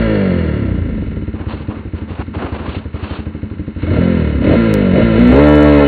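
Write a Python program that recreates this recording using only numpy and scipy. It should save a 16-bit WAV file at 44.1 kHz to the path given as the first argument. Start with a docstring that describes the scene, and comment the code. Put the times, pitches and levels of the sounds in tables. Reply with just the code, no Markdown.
"""In the saddle of a parked single-cylinder motorcycle, one microphone close above the engine.
The revs fall to a thumping idle as the microphone tips down, then four blips of the throttle climb
to a held howl. Firings ring the exhaust, the intake roars when the throttle is open, and piston and
valves clatter on the finned casing. Puffs of air rustle over the microphone at idle; at the top of
the revs the narrow-band recorder overloads and crackles."""
import sys
import numpy as np
from scipy import signal
from scipy.fft import rfft, irfft, next_fast_len
from scipy.io import wavfile
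from scipy.ndimage import uniform_filter1d

SR = 44100
rng = np.random.default_rng(int(sys.argv[2]) if len(sys.argv) > 2 else 0)


def unload_wav(signal):
    """Save mono or channel-first audio to the path in sys.argv[1] as 16-bit WAV at rate SR, clipped to [-1, 1]."""
    wavfile.write(
        sys.argv[1],
        SR,
        np.round(np.clip(np.atleast_2d(signal).T, -1, 1) * 32767).astype(np.int16),
    )


N = 258867
TIME = np.arange(N) / SR


def undb(db):
    """Decibels to gain."""
    return 10 ** (np.asarray(db) / 20)


def unit(x):
    """Scale to rms 1."""
    return x / np.sqrt(np.mean(x ** 2))


def steady(x, phase):
    """Scale to rms 1 over every three engine cycles, keeping the shape of each beat."""
    cycle = (phase - np.floor(phase[0])).astype(int)
    length = np.maximum(np.bincount(cycle), 1)
    power = uniform_filter1d(np.bincount(cycle, x ** 2), 3) / uniform_filter1d(length * 1., 3)
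    centres_s = np.bincount(cycle, TIME) / length
    return x / np.sqrt(np.interp(TIME, centres_s, power) + 1e-18)


def cut(x, hz, kind, order=4):
    """Low-pass, high-pass or band-pass."""
    return signal.sosfilt(signal.butter(order, hz, kind, fs=SR, output="sos"), x)


def ring(x, modes):
    """Parallel resonances; neighbours swing in opposite senses."""
    return sum((-1) ** k * undb(db) * signal.lfilter(*signal.iirpeak(hz, hz / width, fs=SR), x)
               for k, (hz, width, db) in enumerate(modes))


def colour(x, points):
    """Minimum-phase filter through points of (frequency [Hz], gain [dB])."""
    hz, db = np.transpose(points)
    size = next_fast_len(N // 2 + 4096) * 2
    bins_hz = np.arange(size // 2 + 1) * SR / size
    gain = undb(np.interp(np.log(bins_hz + 1), np.log(hz), db))
    cepstrum = irfft(np.log(gain))
    cepstrum[1:size // 2] *= 2
    cepstrum[size // 2 + 1:] = 0
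    return irfft(rfft(x, size) * np.exp(rfft(cepstrum)), size)[:N]


def noise():
    """White noise."""
    return rng.standard_normal(N)


def walk(rate):
    """Random levels held 1 / rate s and slewed twice."""
    hold = int(SR / rate)
    steps = np.repeat(rng.standard_normal(N // hold + 1), hold)
    return unit(uniform_filter1d(uniform_filter1d(steps, hold), hold)[:N])


def pulses(phase, place, scatter_db, jitter_s):
    """One impulse a cycle at the given place, each with its own size and timing."""
    turns = np.arange(np.ceil(phase[0]), np.floor(phase[-1]) + 1) + place
    chance = rng.standard_normal((len(turns), 2))
    at = (np.interp(turns, phase, TIME, right=np.inf) + jitter_s * chance[:, 0]) * SR
    inside = (at > 0) & (at < N - 2)
    at, size = at[inside], undb(scatter_db * chance[inside, 1])
    whole = at.astype(int)
    return np.bincount(whole, size * (1 - at % 1), N) + np.bincount(whole + 1, size * (at % 1), N)


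def gate(phase, place, decay):
    """Opens once a cycle and dies away; place and decay are in cycles."""
    return np.exp(-((phase - place) % 1) / decay)


def twist_grip():
    """Each twist opens the throttle quickly, holds it and lets it spring back."""
    # twists of the grip: (opens [s], closes [s], opening [0-1], spring-back time [s])
    twists = [(3.759, 3.971, .75, .056), (4.398, 4.55, .91, .023), (4.913, 5.034, .753, .005),
              (5.126, 5.183, .608, .08), (5.28, 5.393, .596, .024), (5.39, 5.612, .19, .35)]
    attack_s = .04
    return sum(opening * np.clip((TIME - opens) / attack_s, 0, 1)
               * np.exp(-np.maximum(TIME - closes, 0) / back) for opens, closes, opening, back in twists)


def flywheel(opening):
    """Firings per second: the throttle spins the crank up, friction slows it back to idle."""
    # the hunting idle: (time [s], firing rate [Hz])
    idle = [(1.556, 13.63), (1.671, 11.63), (1.972, 11.81), (2.251, 11.31), (2.451, 12.89), (2.649, 12.3),
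            (2.847, 11.09), (3.144, 12.66), (3.581, 11.99)]
    pull_hz_per_s, drag_hz_per_s = 230, 43.68
    catch_hz = 2.37  # this near to idle, the idle jet catches the falling revs
    above_idle_hz, track, step = 44.32, [], 44
    for pull in pull_hz_per_s * opening[::step]:
        track.append(above_idle_hz)
        friction = drag_hz_per_s * (above_idle_hz / 40) ** .223
        drag = friction * above_idle_hz / (above_idle_hz + catch_hz)
        above_idle_hz = max(above_idle_hz + (pull - drag) * step / SR, 0)
    return np.interp(TIME, *np.transpose(idle)) + np.interp(TIME, TIME[::step], track)


def microphone_tilt(start_s=.39, length_s=.91):
    """How far the microphone has tipped down towards the engine, 0-1."""
    return np.clip((TIME - start_s) / length_s, 0, 1)


def loudness(hz, opening):
    """Boom, bark and clatter at the saddle, in dB, follow speed, load and the microphone's aim."""
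    # throttle shut, microphone aimed ahead; the level peaks where partials meet resonances:
    # (firing rate [Hz], exhaust boom [dB], exhaust bark [dB], clatter [dB])
    speed_levels = [(12.4, -25, -42, -46), (20.9, -21, -36, -41.5), (29.4, -15.5, -32.5, -38),
                    (36.95, -16, -27.5, -32.5), (46, -12.5, -20.5, -29), (52.4, -14, -17.5, -26.5),
                    (57.1, -13, -21.5, -25), (60.1, -7.5, -22, -24), (72.6, -12.5, -9.5, -23),
                    (71.9, -9.5, -12.5, -22.5)]
    full_load_db, aimed_down_db = (2.5, 5.5, 2), (1.84, .86, -.07)
    speeds, *levels = np.transpose(speed_levels)
    return [np.interp(hz, speeds, db) + load_db * opening + tilt_db * microphone_tilt()
            for db, load_db, tilt_db in zip(levels, full_load_db, aimed_down_db)]


def drone(phase, hz):
    """At speed the firings run together into partials that slide through the exhaust's resonances."""
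    # partials on a closed throttle: (multiple of the firing rate, relative level [dB])
    partials = [(1, 2), (2, 11), (3, 3), (4, 12), (5, 2.5), (6, 2), (7, 0), (8, 1), (9, 5), (10, -1),
                (11, -5), (12, -4), (13, -5), (14, -11), (15, -4), (16, -12)]
    # how the pipes pass them; even ones beat with every crank turn, odd ones with the firing alone:
    # (frequency [Hz], even gain [dB], odd gain [dB])
    pipe_response = [(25, -13.5, -37), (47.4, 0.5, -3), (80, 2.5, 16.5), (113, -6.5, 1), (150, -7.5, 0.5),
                     (183, 3.5, 3), (220, -2, 9.5), (261, 2.5, -6), (290, 0, -10), (340, 4.5, -6),
                     (380, -1, -5.5), (440, -0.5, -6), (480, 4, -2), (545, 6.5, -14), (624, -5.5, -4.5),
                     (700, -9, -21.5), (900, -16, -29.5)]
    # upper partials take many ways through the pipe and fall out of step: (multiple, spread [cycles])
    spread = [(2, 0), (5, .08), (10, .3)]
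    # the silencer's boom with the microphone aimed down: (frequency [Hz], width [Hz], gain [dB])
    down_boom = (250, 22, 6.1)
    boom_hz, boom_width, boom_db = down_boom
    pipe_hz, *passed_db = np.transpose(pipe_response)
    crank = phase - .25 + .005 * walk(50)
    step, tone = 64, 0
    rate, down = hz[::step], microphone_tilt()[::step]
    for k, db in partials:
        passed = np.interp(np.log(k * rate), np.log(pipe_hz), passed_db[k % 2])
        boom = boom_db * down * np.exp(-((k * rate - boom_hz) / boom_width) ** 2)
        gain = np.interp(TIME, TIME[::step], undb(db + passed + boom))
        # the low partials stay nearly in step, so each cycle keeps one sharp crest
        lead = .024 * k ** 2 + 1 / 16 + np.interp(k, *np.transpose(spread)) * rng.standard_normal()
        flutter = 1 + .25 * walk(30)
        tone += gain * flutter * np.cos(2 * np.pi * (k * crank + lead))
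    return steady(tone, phase)


def casing(x):
    """The finned casing colours the engine's noises, differently as the microphone tips down."""
    # heard from the saddle: (frequency [Hz], gain aimed ahead [dB], gain aimed down [dB])
    casing_response = [(443, -22, -18.5), (660, 4.5, -4), (810, -10, -6.5), (986, -3, 0.5),
                       (1230, -3.5, -4), (1340, -1, 1.5), (1950, -1, -2), (2217, -0.5, 4.5),
                       (2350, -4.5, -11), (2510, -20, -5.5), (2570, -12, -4.5), (2870, 1.5, -5),
                       (2960, -12, -1.5), (3060, -13.5, -7.5), (3250, -12, -16), (3570, -15, -9.5),
                       (3790, -22.5, -12.5), (4270, -13.5, -13.5), (4500, -22, -29)]
    points, down = np.array(casing_response), microphone_tilt()
    return (1 - down) * colour(x, points[:, [0, 1]]) + down * colour(x, points[:, [0, 2]])


def clatter(phase, hz, clatter_db):
    """Piston and valves knock on the casing, over a throbbing hiss of chain and gas."""
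    # knocks within one cycle: (place [cycles], relative size)
    cycle_knocks = [(.03, 0.45), (.31, 0.67), (0.578, 0.43), (0.859, 0.94)]
    # rings of the knocked casing: (frequency [Hz], width [Hz], gain [dB])
    casing_modes = [(950, 160, 5), (2100, 190, -1.5), (2830, 28, 2), (2832, 71, 1), (3470, 30, -8.5),
                    (4632, 13, -14)]
    knocks = sum(size * pulses(phase, place, scatter_db=1.8, jitter_s=.00004)
                 for place, size in cycle_knocks)
    # the cooling fins smear each knock into a short ring
    fins = noise()[:SR // 20] * np.exp(-TIME[:SR // 20] / .027)
    knocks = signal.fftconvolve(knocks, fins)[:N]
    hiss = noise() * (3.8 + gate(phase, -.026, decay=.47))
    knock_share = .4 + .45 * hz / np.max(hz)
    blows = steady(knocks, phase) * np.sqrt(knock_share) + steady(hiss, phase) * np.sqrt(1 - knock_share)
    metal = steady(casing(blows), phase) + undb(-12) * steady(ring(blows, casing_modes), phase)
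    return unit(cut(metal, 480, "high")) * undb(clatter_db)


def thumps(phase, hz, throttle):
    """Each firing thumps into the silencer; the piston pumps another puff later in the cycle."""
    # uneven firings at idle, most of them weak: (time [s], change in the low thump [dB])
    misfires = [(1.222, -13), (1.4, 2), (1.602, -11), (1.768, -19), (3.513, -18)]
    # low resonances of the silencer: (frequency [Hz], width [Hz], gain [dB])
    silencer_modes = [(80, 28, 3.5), (193, 17, -3), (215.5, 5.7, 3.5), (304.5, 30, -3.5)]
    # upper resonances of the pipe: (frequency [Hz], width [Hz], gain [dB])
    pipe_modes = [(392, 26, 3), (430, 65, 4.5), (519, 180, 3), (560, 56, -29)]
    pace = hz / np.max(hz)
    firings = pulses(phase, 0, scatter_db=2.6, jitter_s=.0006)
    puffs = firings + 1.1 * pace ** 2 * pulses(phase, .72, scatter_db=10.5, jitter_s=.00023)
    # part of each puff comes back from the far end of the pipe
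    puffs = puffs + .13 * np.interp(TIME - .0125, TIME, puffs, left=0)
    turbulence = unit(noise() * gate(phase, 0, decay=.55)) * np.sqrt(hz / SR)
    flow = puffs + turbulence * (.5 + 1.5 * pace + .3 * throttle)
    # a slow engine opens its valve slowly, so its puffs are dull and round
    pipe_flow = pace * flow + (1 - pace) * cut(flow, 390, "low", order=2)
    misfire_db = sum(db * (np.floor(phase) == np.round(np.interp(s, TIME, phase))) for s, db in misfires)
    thump = cut(firings, [55.5, 115], "band", order=3) * (1 - pace) * undb(misfire_db - 6)
    boom = cut(cut(ring(flow, silencer_modes), 40, "high", order=2), 480, "low")
    bark = cut(cut(ring(pipe_flow, pipe_modes), 310, "high"), 680, "low", order=6)
    return steady(thump + (boom + undb(-1.5) * bark) * undb(.091 * misfire_db), phase)


def crack(phase, hz, opening, clatter_db):
    """At low revs each combustion cracks against the casing, hardest with the throttle open."""
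    burst = unit(cut(casing(noise()), 590, "high")) * gate(phase, -.14, decay=.89)
    slowness = 1 - hz / np.max(hz)
    return burst * slowness ** 2 * undb(clatter_db - 1 + 19 * opening)


def air():
    """Uneven puffs of air rustle right on the microphone; each swells, holds and dies away."""
    # puffs during the idle: (time [s], length [s], release [s], rush level [dB], hiss level [dB])
    puffs = [(1.34, 0.13, 0.028, -34.5, -64), (1.473, 0.049, 0.081, -28.5, -37),
             (1.548, 0.18, 0.026, -37.5, -49.5), (1.678, 0.085, 0.067, -30.5, -54),
             (1.937, 0.05, 0.016, -36.5, -45), (1.979, 0.048, 0.029, -33.5, -54),
             (2.071, 0.1, 0.059, -33.5, -44.5), (2.169, 0.055, 0.007, -27, -44),
             (2.33, 0.16, .04, -26.5, -43.5), (2.4, 0.086, 0.038, -24.5, -43),
             (2.504, 0.2, 0.092, -27.5, -42.5), (2.668, 0.1, 0.028, -35, -35),
             (2.929, 0.16, .03, -33.5, -45), (3.016, 0.16, 0.036, -30, -36),
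             (3.142, 0.071, 0.45, -38.5, -59)]
    # colour of the rustle: (frequency [Hz], gain [dB])
    rustle_colour = [(120, -3.5), (250, 8), (460, 3.5), (700, -2.5), (980, -1.5), (1400, -5.5),
                     (2000, -11.5), (2400, -11), (2700, -7.5), (3300, -11.5), (4400, -17)]
    attack_s = .016
    rush = hiss = 0
    for s, length, release, rush_db, hiss_db in puffs:
        swell = np.clip((TIME - s) / attack_s, 0, 1) * np.exp(-np.maximum(TIME - s - length, 0) / release)
        rush = np.maximum(rush, swell * undb(rush_db))
        hiss = np.maximum(hiss, swell * undb(hiss_db))
    eddies = undb(2.2 * walk(130))
    rustle = cut(colour(noise() * eddies, rustle_colour), 150, "high")
    return rush * unit(cut(rustle, 2300, "low")) + hiss * unit(cut(rustle, 1500, "high"))


def intake(phase, hz):
    """Each gulp of air makes the airbox bark."""
    # airbox resonances: (frequency [Hz], width [Hz], gain [dB])
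    airbox_modes = [(276, 170, -6.5), (483, 190, -3.5), (615, 45, -0.5)]
    gulps = pulses(phase, .05, scatter_db=1, jitter_s=.0003)
    suction = 2.1 * unit(noise() * gate(phase, .05, decay=.3)) * np.sqrt(hz / SR)
    bark = ring(gulps + suction, airbox_modes)
    return steady(cut(cut(bark, 720, "low", order=8), 160, "high"), phase)


def howl(phase):
    """At the top the pipe rings through the whole cycle; its upper partials flutter most."""
    # partials of the howl: (multiple of the firing rate, relative level [dB])
    partials = [(1, -8.5), (2, -6), (3, -6.5), (4, 2.5), (5, -26), (6, -3.5), (7, -6), (8, -5), (9, -14),
                (10, -30), (11, -23), (12, -21), (13, -16.5), (14, -27), (15, -20), (19, -24), (24, -27),
                (26, -27)]
    crank = phase + .003 * walk(50)
    tone = 0
    for k, db in partials:
        flutter = 1 + min(.08 + .002 * k ** 2, .5) * walk(45)
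        tone += undb(db) * flutter * np.sin(2 * np.pi * (k * crank - .1 * k ** 2))
    return steady(tone, phase)


def exhaust_and_intake(phase, hz, opening, boom_db, bark_db):
    """With rising revs thumps merge into a drone, then lock into a howl; throttle roughens the drone."""
    # how far the firings run together, throttle shut: (firing rate [Hz], share [0-1])
    merging = [(17, 0), (23, .45), (30, .85), (42, .97)]
    throttle = np.clip(opening / .75, 0, 1)  # the flow is roughest from three quarters open
    pace = hz / np.max(hz)
    howl_share = np.interp(hz, [60, 71.2], [0, .91])
    merged = np.interp(hz, *np.transpose(merging)) * (1 - throttle ** 3 * (1 - .5 * pace ** 2))
    tone_share = merged + (1 - merged) * howl_share
    rough = thumps(phase, hz, throttle) + undb(2.5) * pace * throttle * intake(phase, hz)
    tone = np.sqrt(1 - howl_share) * drone(phase, hz) + np.sqrt(howl_share) * howl(phase)
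    gas = np.sqrt(1 - tone_share) * steady(rough, phase) + np.sqrt(tone_share) * tone
    boom = signal.sosfiltfilt(signal.butter(8, 350, fs=SR, output="sos"), gas)
    bark = gas - boom
    return steady(boom, phase) * undb(boom_db) + steady(bark, phase) * undb(bark_db)


def ticks(decay_s=.00005):
    """A few lone, sharp ticks."""
    # ticks: (time [s], height [full scale = 1])
    tick_list = [(4.543, .03), (4.555, .015), (4.7405, .7)]
    clicks = sum(height * (np.arange(N) == int(s * SR)) for s, height in tick_list)
    return signal.lfilter([1], [1, -np.exp(-1 / (decay_s * SR))], clicks)


def overload_crackle(x):
    """Under lasting overload the wave's deep troughs crackle raggedly."""
    trough_depth, excess_limit, overload_rms = .55, .12, [.38, .47]
    rms = np.sqrt(np.abs(uniform_filter1d(x ** 2, SR // 10)))
    excess = np.clip(-trough_depth - x, 0, excess_limit) * np.interp(rms, overload_rms, [0, 1])
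    return cut(excess * noise() * undb(-25 + 6 * walk(120)), 7200, "low", order=2)


def scene():
    """Mono from the saddle: the throttle drives the crank, and the crank drives every engine sound."""
    opening = twist_grip()
    hz = flywheel(opening)
    boom_db, bark_db, clatter_db = loudness(hz, opening)
    phase = np.cumsum(hz) / SR  # engine cycles, one firing each
    phase -= np.interp(1.85, TIME, phase)  # an idle firing falls at 1.85 s
    engine = exhaust_and_intake(phase, hz, opening, boom_db, bark_db)
    engine += clatter(phase, hz, clatter_db)
    engine += crack(phase, hz, opening, clatter_db)
    return (engine + air())[None]


def record(dry):
    """A narrow-band recorder rounds the loud peaks; crackle and ticks reach above its band."""
    band_hz, top_hz = 4520, 15700
    rounded = 1.03 * dry / (1 + np.abs(dry / 1.05) ** 6) ** (1 / 6)
    narrow = signal.sosfilt(signal.ellip(10, .3, 80, band_hz, fs=SR, output="sos"), rounded)
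    crackle = cut(overload_crackle(narrow), band_hz, "high", order=2)
    return signal.sosfilt(signal.ellip(8, .2, 70, top_hz, fs=SR, output="sos"), narrow + crackle + ticks())


dry = scene()
out = record(dry)
unload_wav(out)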